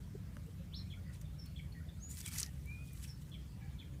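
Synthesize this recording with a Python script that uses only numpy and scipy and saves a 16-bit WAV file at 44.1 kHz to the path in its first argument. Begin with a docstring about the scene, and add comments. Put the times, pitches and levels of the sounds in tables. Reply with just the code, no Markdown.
"""A steel trowel, close to the microphone, is pushed into loose garden soil: crumbs hiss along the
blade, grit cracks against it, then the earth is tipped aside, and the steel rings faintly.
Farther off, small birds chirp and whistle, echoing from leaves and walls. In the distance lie
a few soft hoots and a low rumble in which an engine slowly sinks in pitch."""
import sys
import numpy as np
from scipy import signal
from scipy.fft import rfft, irfft
from scipy.io import wavfile

SR = 44100
rng = np.random.default_rng(int(sys.argv[2]) if len(sys.argv) > 2 else 0)


def waveform_to_disk(signal):
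    """Save audio, clipped to [-1, 1], as 16-bit WAV at the path in sys.argv[1]."""
    frames = np.transpose(np.atleast_2d(signal))
    scaled = np.clip(frames, -1, 1) * 32767
    samples = np.round(scaled).astype(np.int16)
    wavfile.write(sys.argv[1], SR, samples)


N = 176400
T = np.arange(N) / SR
BIN_HZ = np.arange(N // 2 + 1) * SR / N


def from_db(db):
    """Decibels to gain."""
    return 10 ** (np.asarray(db) / 20)


def unit_power(x):
    """Scale to a mean square of 1."""
    return x / np.sqrt(np.mean(x ** 2) + 1e-20)


def level(rows):
    """Gain along rows that begin with seconds and end with dB; silent outside them."""
    rows = np.array(rows)
    return from_db(np.interp(T, rows[:, 0], rows[:, -1], left=-200, right=-200))


def pitch(rows):
    """Pitch along rows that begin with seconds and Hz."""
    return np.interp(T, *np.transpose(rows)[:2])


def gain_at(colour, hz):
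    """Gain at hz of a colour whose rows give frequency in Hz and level in dB."""
    points_hz, db = np.transpose(colour)
    return from_db(np.interp(np.log(hz + 1e-9), np.log(points_hz), db))


def noise(colour):
    """Steady coloured noise of unit power."""
    return unit_power(irfft(rfft(rng.standard_normal(N)) * gain_at(colour, BIN_HZ), N))


def drift(rate_hz):
    """A smooth random wander with a spread of about 1."""
    step, settle = 20, 2000
    pole = np.exp(-2 * np.pi * rate_hz * step / SR)
    draws = rng.standard_normal(N // step + settle + 2)
    slow = signal.lfilter([1], [1, -2 * pole, pole ** 2], draws)[settle:]
    return np.interp(np.arange(N) / step, np.arange(len(slow)), unit_power(slow))


def resonate(x, hz, width_hz):
    """A resonance with gain 1 at its peak."""
    radius = np.exp(-np.pi * width_hz / SR)
    feedback = [1, -2 * radius * np.cos(2 * np.pi * hz / SR), radius ** 2]
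    return signal.lfilter(np.array([1, 0, -1]) * (1 - radius ** 2) / 2, feedback, x + 1e-18)


def tone(hz):
    """A sine of unit power that follows a pitch curve."""
    return np.sqrt(2) * np.sin(2 * np.pi * (np.cumsum(hz) / SR + rng.random()))


def far_engine(fundamental_db=-55.5, octave_db=-59.5):
    """An engine a long way off drones on two harmonics, sinking in pitch."""
    # Its glide. Each row: time in seconds, pitch in Hz.
    engine_glide = [(0, 93.1), (1.05, 91), (1.6, 82.3), (2.1, 79), (2.6, 67.23), (4, 64.34)]
    hz = pitch(engine_glide)
    return from_db(fundamental_db) * tone(hz) + from_db(octave_db) * tone(2 * hz)


def rumble(db=-48):
    """A steady low rumble from the distance."""
    # Its colour. Each row: frequency in Hz, relative density in dB.
    rumble_colour = [(22, -45), (32, -19), (42, -11), (56, 1.5), (75, 0), (105, -4.5), (150, -1.5),
                     (178, -7), (225, -16), (300, -19.5), (390, -32), (530, -35.5), (800, -48)]
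    return from_db(db) * noise(rumble_colour)


def air(db=-68, swell_db=3):
    """Faint open-air hiss whose narrow bands swell and fade independently."""
    # Its colour. Each row: frequency in Hz, relative density in dB.
    air_colour = [(200, 1), (300, 7.5), (400, 11), (520, 10.5), (800, 4.5), (2200, 2.5), (4500, -2),
                  (10500, -8), (14500, -12)]
    spectrum = rfft(noise(air_colour))
    edges_hz = [0, *np.geomspace(250, 15000, 24), SR]
    hiss = np.zeros(N)
    for low, high in zip(edges_hz, edges_hz[1:]):
        band = irfft(spectrum * ((BIN_HZ >= low) & (BIN_HZ < high)), N)
        hiss += band * from_db(swell_db * drift(rate_hz=10.6))
    return from_db(db) * unit_power(hiss)


def rustle():
    """Faint handling near the microphone before the dig."""
    # Its swell. Each row: time in seconds, level in dB.
    rustle_swell = [(0, -79), (.3, -72), (.68, -88)]
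    # Its colour. Each row: frequency in Hz, relative density in dB.
    rustle_colour = [(600, -9), (1900, -1), (7000, -27)]
    return level(rustle_swell) * noise(rustle_colour)


def voice(hz, quaver=0.01065, flutter_db=4.5, rate_hz=156):
    """A bird's tone, unsteady in pitch and level."""
    unsteady_hz = hz * (1 + quaver * drift(rate_hz))
    return tone(unsteady_hz) * from_db(flutter_db * drift(rate_hz))


def hoots():
    """Soft, brief low tones from far away."""
    # Each row: centre in seconds, pitch in Hz, level in dB, half length in ms.
    low_notes = [(.157, 400, -53.5, 8.2), (.485, 458.5, -65, 24), (.615, 539, -66, 25),
                 (3.93, 297.4, -63, 47)]
    return sum(from_db(db) * np.exp(-((T - centre) * 1000 / half_ms) ** 2) * voice(hz)
               for centre, hz, db, half_ms in low_notes)


def knock(start_s=0.3685, db=-49):
    """The tool takes a light knock as it is handled: a few quickly damped modes."""
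    # Each row: frequency in Hz, relative level in dB, seconds to fall by 60 dB.
    knock_modes = [(191, 9, 0.049), (583, -6, 0.069), (1280, -6, .022), (1560, 5.5, 0.0083),
                   (1900, -6, 0.0056), (2850, -3, 0.005), (5800, -2.5, 0.0034), (10000, -3, .002)]
    age = np.maximum(T - start_s, 0)
    return sum(from_db(db + mode_db - np.minimum(60 * age / t60, 200)) * np.sin(2 * np.pi * hz * age)
               for hz, mode_db, t60 in knock_modes)


def grains(colour, per_second=15000, spread_db=3.5, q=18.6):
    """Countless tiny soil contacts, each ringing a few cycles at one of many pitches."""
    pitches = np.geomspace(900, 15000, 22)
    sizes = from_db(spread_db * np.minimum(rng.exponential(1, N), 5)) * rng.choice([-1, 1], N)
    clicks = sizes * (rng.random(N) < per_second / SR)
    click_hz = rng.choice(pitches, N, p=pitches / pitches.sum())
    hiss = np.zeros(N)
    for hz in pitches:
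        ringing = unit_power(resonate(clicks * (click_hz == hz), hz, hz / q))
        hiss += gain_at(colour, hz) * np.sqrt(hz) * ringing   # higher bands are wider
    return unit_power(hiss)


def tilted(x, db_per_octave):
    """Brighten or darken above 1500 Hz, at unit power."""
    octaves = np.log2(np.maximum(BIN_HZ, 1500))
    return unit_power(irfft(rfft(x) * from_db(db_per_octave * octaves), N))


def loose_earth():
    """Crumbs shift and drop in small clusters, the finer the brighter, and slide off the blade."""
    # The crumbs' colour. Each row: frequency in Hz, relative density in dB.
    crumb_colour = [(700, -29), (1500, -12.5), (2800, -1), (4500, -4.5), (6200, -3), (9000, 2),
                    (11000, -4.5), (15000, -6)]
    # Each row: peak in seconds, level in dB, rise in ms, decay in ms, tilt in dB per octave.
    clusters = [(.466, -67.5, 4.2, 8.1, 4), (1.143, -61, 15, 25, -4), (1.218, -57, 5.7, 4.9, -0.5),
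                (1.460, -58, 2.5, 4.4, 5), (2.658, -56, .8, 2.5, 8), (2.9329, -53.5, 1.5, 3, 9),
                (3.045, -54.5, 7, 6, -4), (3.22, -63.5, 7.6, 11, -1.5)]
    # Earth tipped aside. Each row: time in seconds, level in dB.
    spill = [(2.5, -72), (2.82, -73.5), (2.87, -65.5), (2.91, -71), (2.985, -62), (3.01, -65), (3.04, -52),
             (3.06, -62.5), (3.1, -65.5), (3.14, -77), (3.3, -70.5)]
    crumbs = grains(crumb_colour)
    earth = level(spill) * grains(crumb_colour)
    for peak_s, db, rise_ms, decay_ms, tilt in clusters:
        age_ms = (T - peak_s) * 1000
        fall = np.where(age_ms < 0, (age_ms / rise_ms) ** 2, age_ms / decay_ms)
        earth += from_db(db) * np.exp(-np.minimum(fall, 40)) * tilted(crumbs, tilt)
    return earth


def garden(x, echo_db, t60_s, first_s=0.009, count=160):
    """The direct sound reaches the microphone, then dying echoes from walls and leaves."""
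    delays = rng.random(count) * t60_s
    arrivals = ((first_s + delays) * SR).astype(int)
    echoes = np.zeros(2 * SR)
    echoes[arrivals] = rng.choice([-1, 1], count) * from_db(-60 * delays / t60_s)
    return x + from_db(echo_db) * signal.fftconvolve(x, echoes / np.linalg.norm(echoes))[:N]


def leaves(call, echo_db=-4):
    """Foliage around a bird smears its call without making it louder."""
    return garden(call, echo_db, t60_s=0.09, first_s=0.002) / np.hypot(1, from_db(echo_db))


def nearest_bird():
    """One arched chirp from the foliage, with strong early reflections."""
    # Each row: time in seconds, pitch in Hz, level in dB.
    arch = [(.716, 2650, -77), (.732, 3180, -63), (.741, 3570, -51.5), (.753, 4500, -56.5),
            (.761, 5380, -62), (.768, 5440, -53), (.781, 5350, -65), (.789, 4340, -55), (.801, 4050, -57)]
    chirp = level(arch) * voice(pitch(arch))
    return garden(leaves(chirp), echo_db=-5.5, t60_s=0.29)


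def note(start_s, length_s, start_hz, end_hz, db):
    """One bird note that swells and fades along a glide."""
    progress = np.clip((T - start_s) / length_s, 0, 1)
    hz = start_hz * (end_hz / start_hz) ** progress
    swell = np.abs(np.sin(np.pi * progress)) ** 0.6
    return from_db(db) * swell * voice(hz)


def birds_in_foliage():
    """A repeated tumbling chirrup and single notes, blurred by leaves."""
    # Each row: start in seconds, level in dB.
    chirrups = [(0.901, -57.5), (1.559, -56), (3.317, -58), (3.786, -57.5)]
    # One chirrup. Each row: delay and length in seconds, start and end pitch in Hz, relative dB.
    syllables = [(-.001, 0.0186, 3526, 3097, -2), (0, 0.018, 4240, 4110, -14.5),
                 (.014, 0.0222, 3660, 3080, -0.5), (.025, .022, 2587, 2050, -4.5)]
    # Each row: start and length in seconds, start and end pitch in Hz, level in dB.
    single_notes = [(0.967, 0.034, 1420, 1390, -69), (1.044, 0.089, 1994, 1898, -66.5),
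                    (1.092, 0.024, 1500, 1410, -70), (1.244, 0.024, 3600, 3560, -67),
                    (1.383, 0.054, 5610, 5240, -61), (1.459, 0.02, 4350, 4300, -63),
                    (1.72, 0.013, 4430, 4190, -65.5), (1.742, 0.065, 1932, 1860, -64),
                    (1.802, .019, 1520, 1390, -66.5), (1.884, 0.019, 3530, 3570, -64.5),
                    (2.234, 0.0496, 3550, 3110, -60.5), (2.264, .022, 2550, 2156, -55),
                    (2.44, 0.058, 1900, 1870, -65), (3.074, 0.038, 5710, 5220, -55.5)]
    calls = sum(note(*row) for row in single_notes)
    for start_s, db in chirrups:
        for delay_s, length_s, start_hz, end_hz, syllable_db in syllables:
            calls += note(start_s + delay_s, length_s, start_hz, end_hz, db + syllable_db)
    return leaves(calls)


def birds_in_open():
    """Two long, pure rising whistles: a thin high one, then a lower one."""
    # Each row of both: time in seconds, pitch in Hz, level in dB.
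    high_whistle = [(1.995, 6100, -76), (2.034, 6700, -53), (2.065, 6900, -55.5), (2.087, 6880, -66),
                    (2.113, 7090, -51), (2.14, 7250, -76)]
    low_whistle = [(2.655, 2230, -76), (2.672, 2304, -62.5), (2.699, 2353, -53), (2.735, 2450, -56),
                   (2.774, 2420, -60.5), (2.81, 2488, -61), (2.87, 2477, -68.5), (2.95, 2376, -74)]
    return sum(level(call) * tone(pitch(call)) for call in (high_whistle, low_whistle))


def scrape(shallow_s=2.147, deep_s=2.45):
    """Soil rubs along the blade, darker as it sinks deeper."""
    # The blade going in. Each row: time in seconds, level in dB.
    push = [(2.08, -76), (2.1, -55), (2.155, -59), (2.186, -50.5), (2.198, -57), (2.207, -48.5),
            (2.223, -59.5), (2.25, -57), (2.264, -45.5), (2.274, -56), (2.285, -46.5), (2.3, -62),
            (2.32, -51.5), (2.35, -47), (2.402, -49), (2.427, -51), (2.465, -60), (2.5, -71)]
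    # The soil's colour at two depths. Each row: frequency in Hz, relative density in dB.
    shallow_soil = [(700, -5), (1300, -22), (2200, -1), (3400, -6), (5500, -5), (8500, 5.5), (11000, -4.5),
                    (15000, -2.5)]
    deep_soil = [(700, -7), (1150, -3.5), (2200, 3), (3400, -0.5), (5800, 4), (8500, -1), (11000, 3),
                 (15000, -15)]
    depth = np.interp(T, [shallow_s, deep_s], [0, 1])
    return level(push) * (np.sqrt(1 - depth) * grains(shallow_soil) + np.sqrt(depth) * grains(deep_soil))


def grit(slip_db=-15, splash_db=-9.5, q=1.9, low_cut_hz=1500):
    """Each piece of grit gives way against the blade with one snap and a dying run of slips."""
    # Each row: start in seconds, peak in dB, pitch in Hz, decay of the slips in ms.
    cracks = [(2.1134, -38, 7140, 0.92), (2.1713, -42, 4650, 1.6), (2.1898, -41, 7000, 1),
              (2.205, -36, 7400, 1), (2.2135, -38, 5500, 1.5), (2.2612, -39, 3200, 2.5),
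              (2.2623, -30, 7600, 1.9), (2.2783, -31.5, 8500, 1), (2.2833, -45, 5200, 2.3),
              (2.381, -31, 7000, 1.4), (2.385, -21, 6200, 2.9), (2.3935, -30, 5600, 2.3),
              (2.3996, -22, 8100, 2.2), (2.4038, -25.5, 7540, 3.5), (2.4162, -31.5, 7000, 2.2),
              (2.4307, -22, 5320, 1.1), (2.4335, -31, 4800, 3.2), (2.4625, -40.5, 5600, 1.7)]
    out = np.zeros(N)
    age = np.arange(SR // 30) / SR
    low_cut = signal.butter(2, low_cut_hz, "high", fs=SR, output="sos")
    for start_s, db, hz, decay_ms in cracks:
        slips = from_db(slip_db) * rng.choice([-1, 1], len(age)) * np.exp(-1000 * age / decay_ms)
        force = (age == 0) + slips
        ring = resonate(resonate(force, hz, hz / q), hz, hz / q)
        splash = from_db(splash_db) * resonate(force, hz, 2 * hz)
        crack = signal.sosfilt(low_cut, ring + splash)
        start = int(start_s * SR)
        out[start:start + len(age)] += from_db(db) * crack / np.abs(crack).max()
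    return out


def blade(contact, ring_db=-2, width_hz=31):
    """Whatever touches the steel also sets it ringing briefly, damped by the soil."""
    # The blade's modes, each a frequency in Hz.
    steel_modes = (1900, 5200, 5740, 8800)
    ring = sum((-1) ** k * resonate(contact, hz, width_hz) for k, hz in enumerate(steel_modes))
    return contact + from_db(ring_db) * ring


def scuff():
    """A soft, hollow scuff of handling after the dig: noise in a few narrow resonances."""
    # Its swell. Each row: time in seconds, level in dB.
    scuff_swell = [(3.59, -85), (3.62, -63.5), (3.7, -70), (3.78, -80)]
    # Each row: frequency in Hz, width in Hz, relative level in dB.
    resonances = [(794, 22, 0), (1680, 49, -1), (1990, 52, -6), (2310, 69, 1.5)]
    hollow = sum(from_db(db) * unit_power(resonate(rng.standard_normal(N), hz, width_hz))
                 for hz, width_hz, db in resonances)
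    return level(scuff_swell) * unit_power(hollow)


def scene():
    """One microphone in the garden: the trowel close by, birds farther off, the engine far away."""
    distance = far_engine() + rumble() + air() + hoots()
    handling = rustle() + knock() + scuff()
    birds = nearest_bird() + garden(birds_in_foliage() + birds_in_open(), echo_db=-8, t60_s=0.33)
    trowel = blade(loose_earth() + scrape() + grit())
    return (distance + handling + birds + trowel)[None]


def record(dry, fade_in_s=0.004, cutoff_hz=15500):
    """The microphone's signal fades in quickly and its top is cut steeply."""
    high_cut = signal.ellip(10, 0.2, 70, cutoff_hz, fs=SR, output="sos")
    return signal.sosfilt(high_cut, dry * np.minimum(T / fade_in_s, 1))


dry = scene()
out = record(dry)
waveform_to_disk(out)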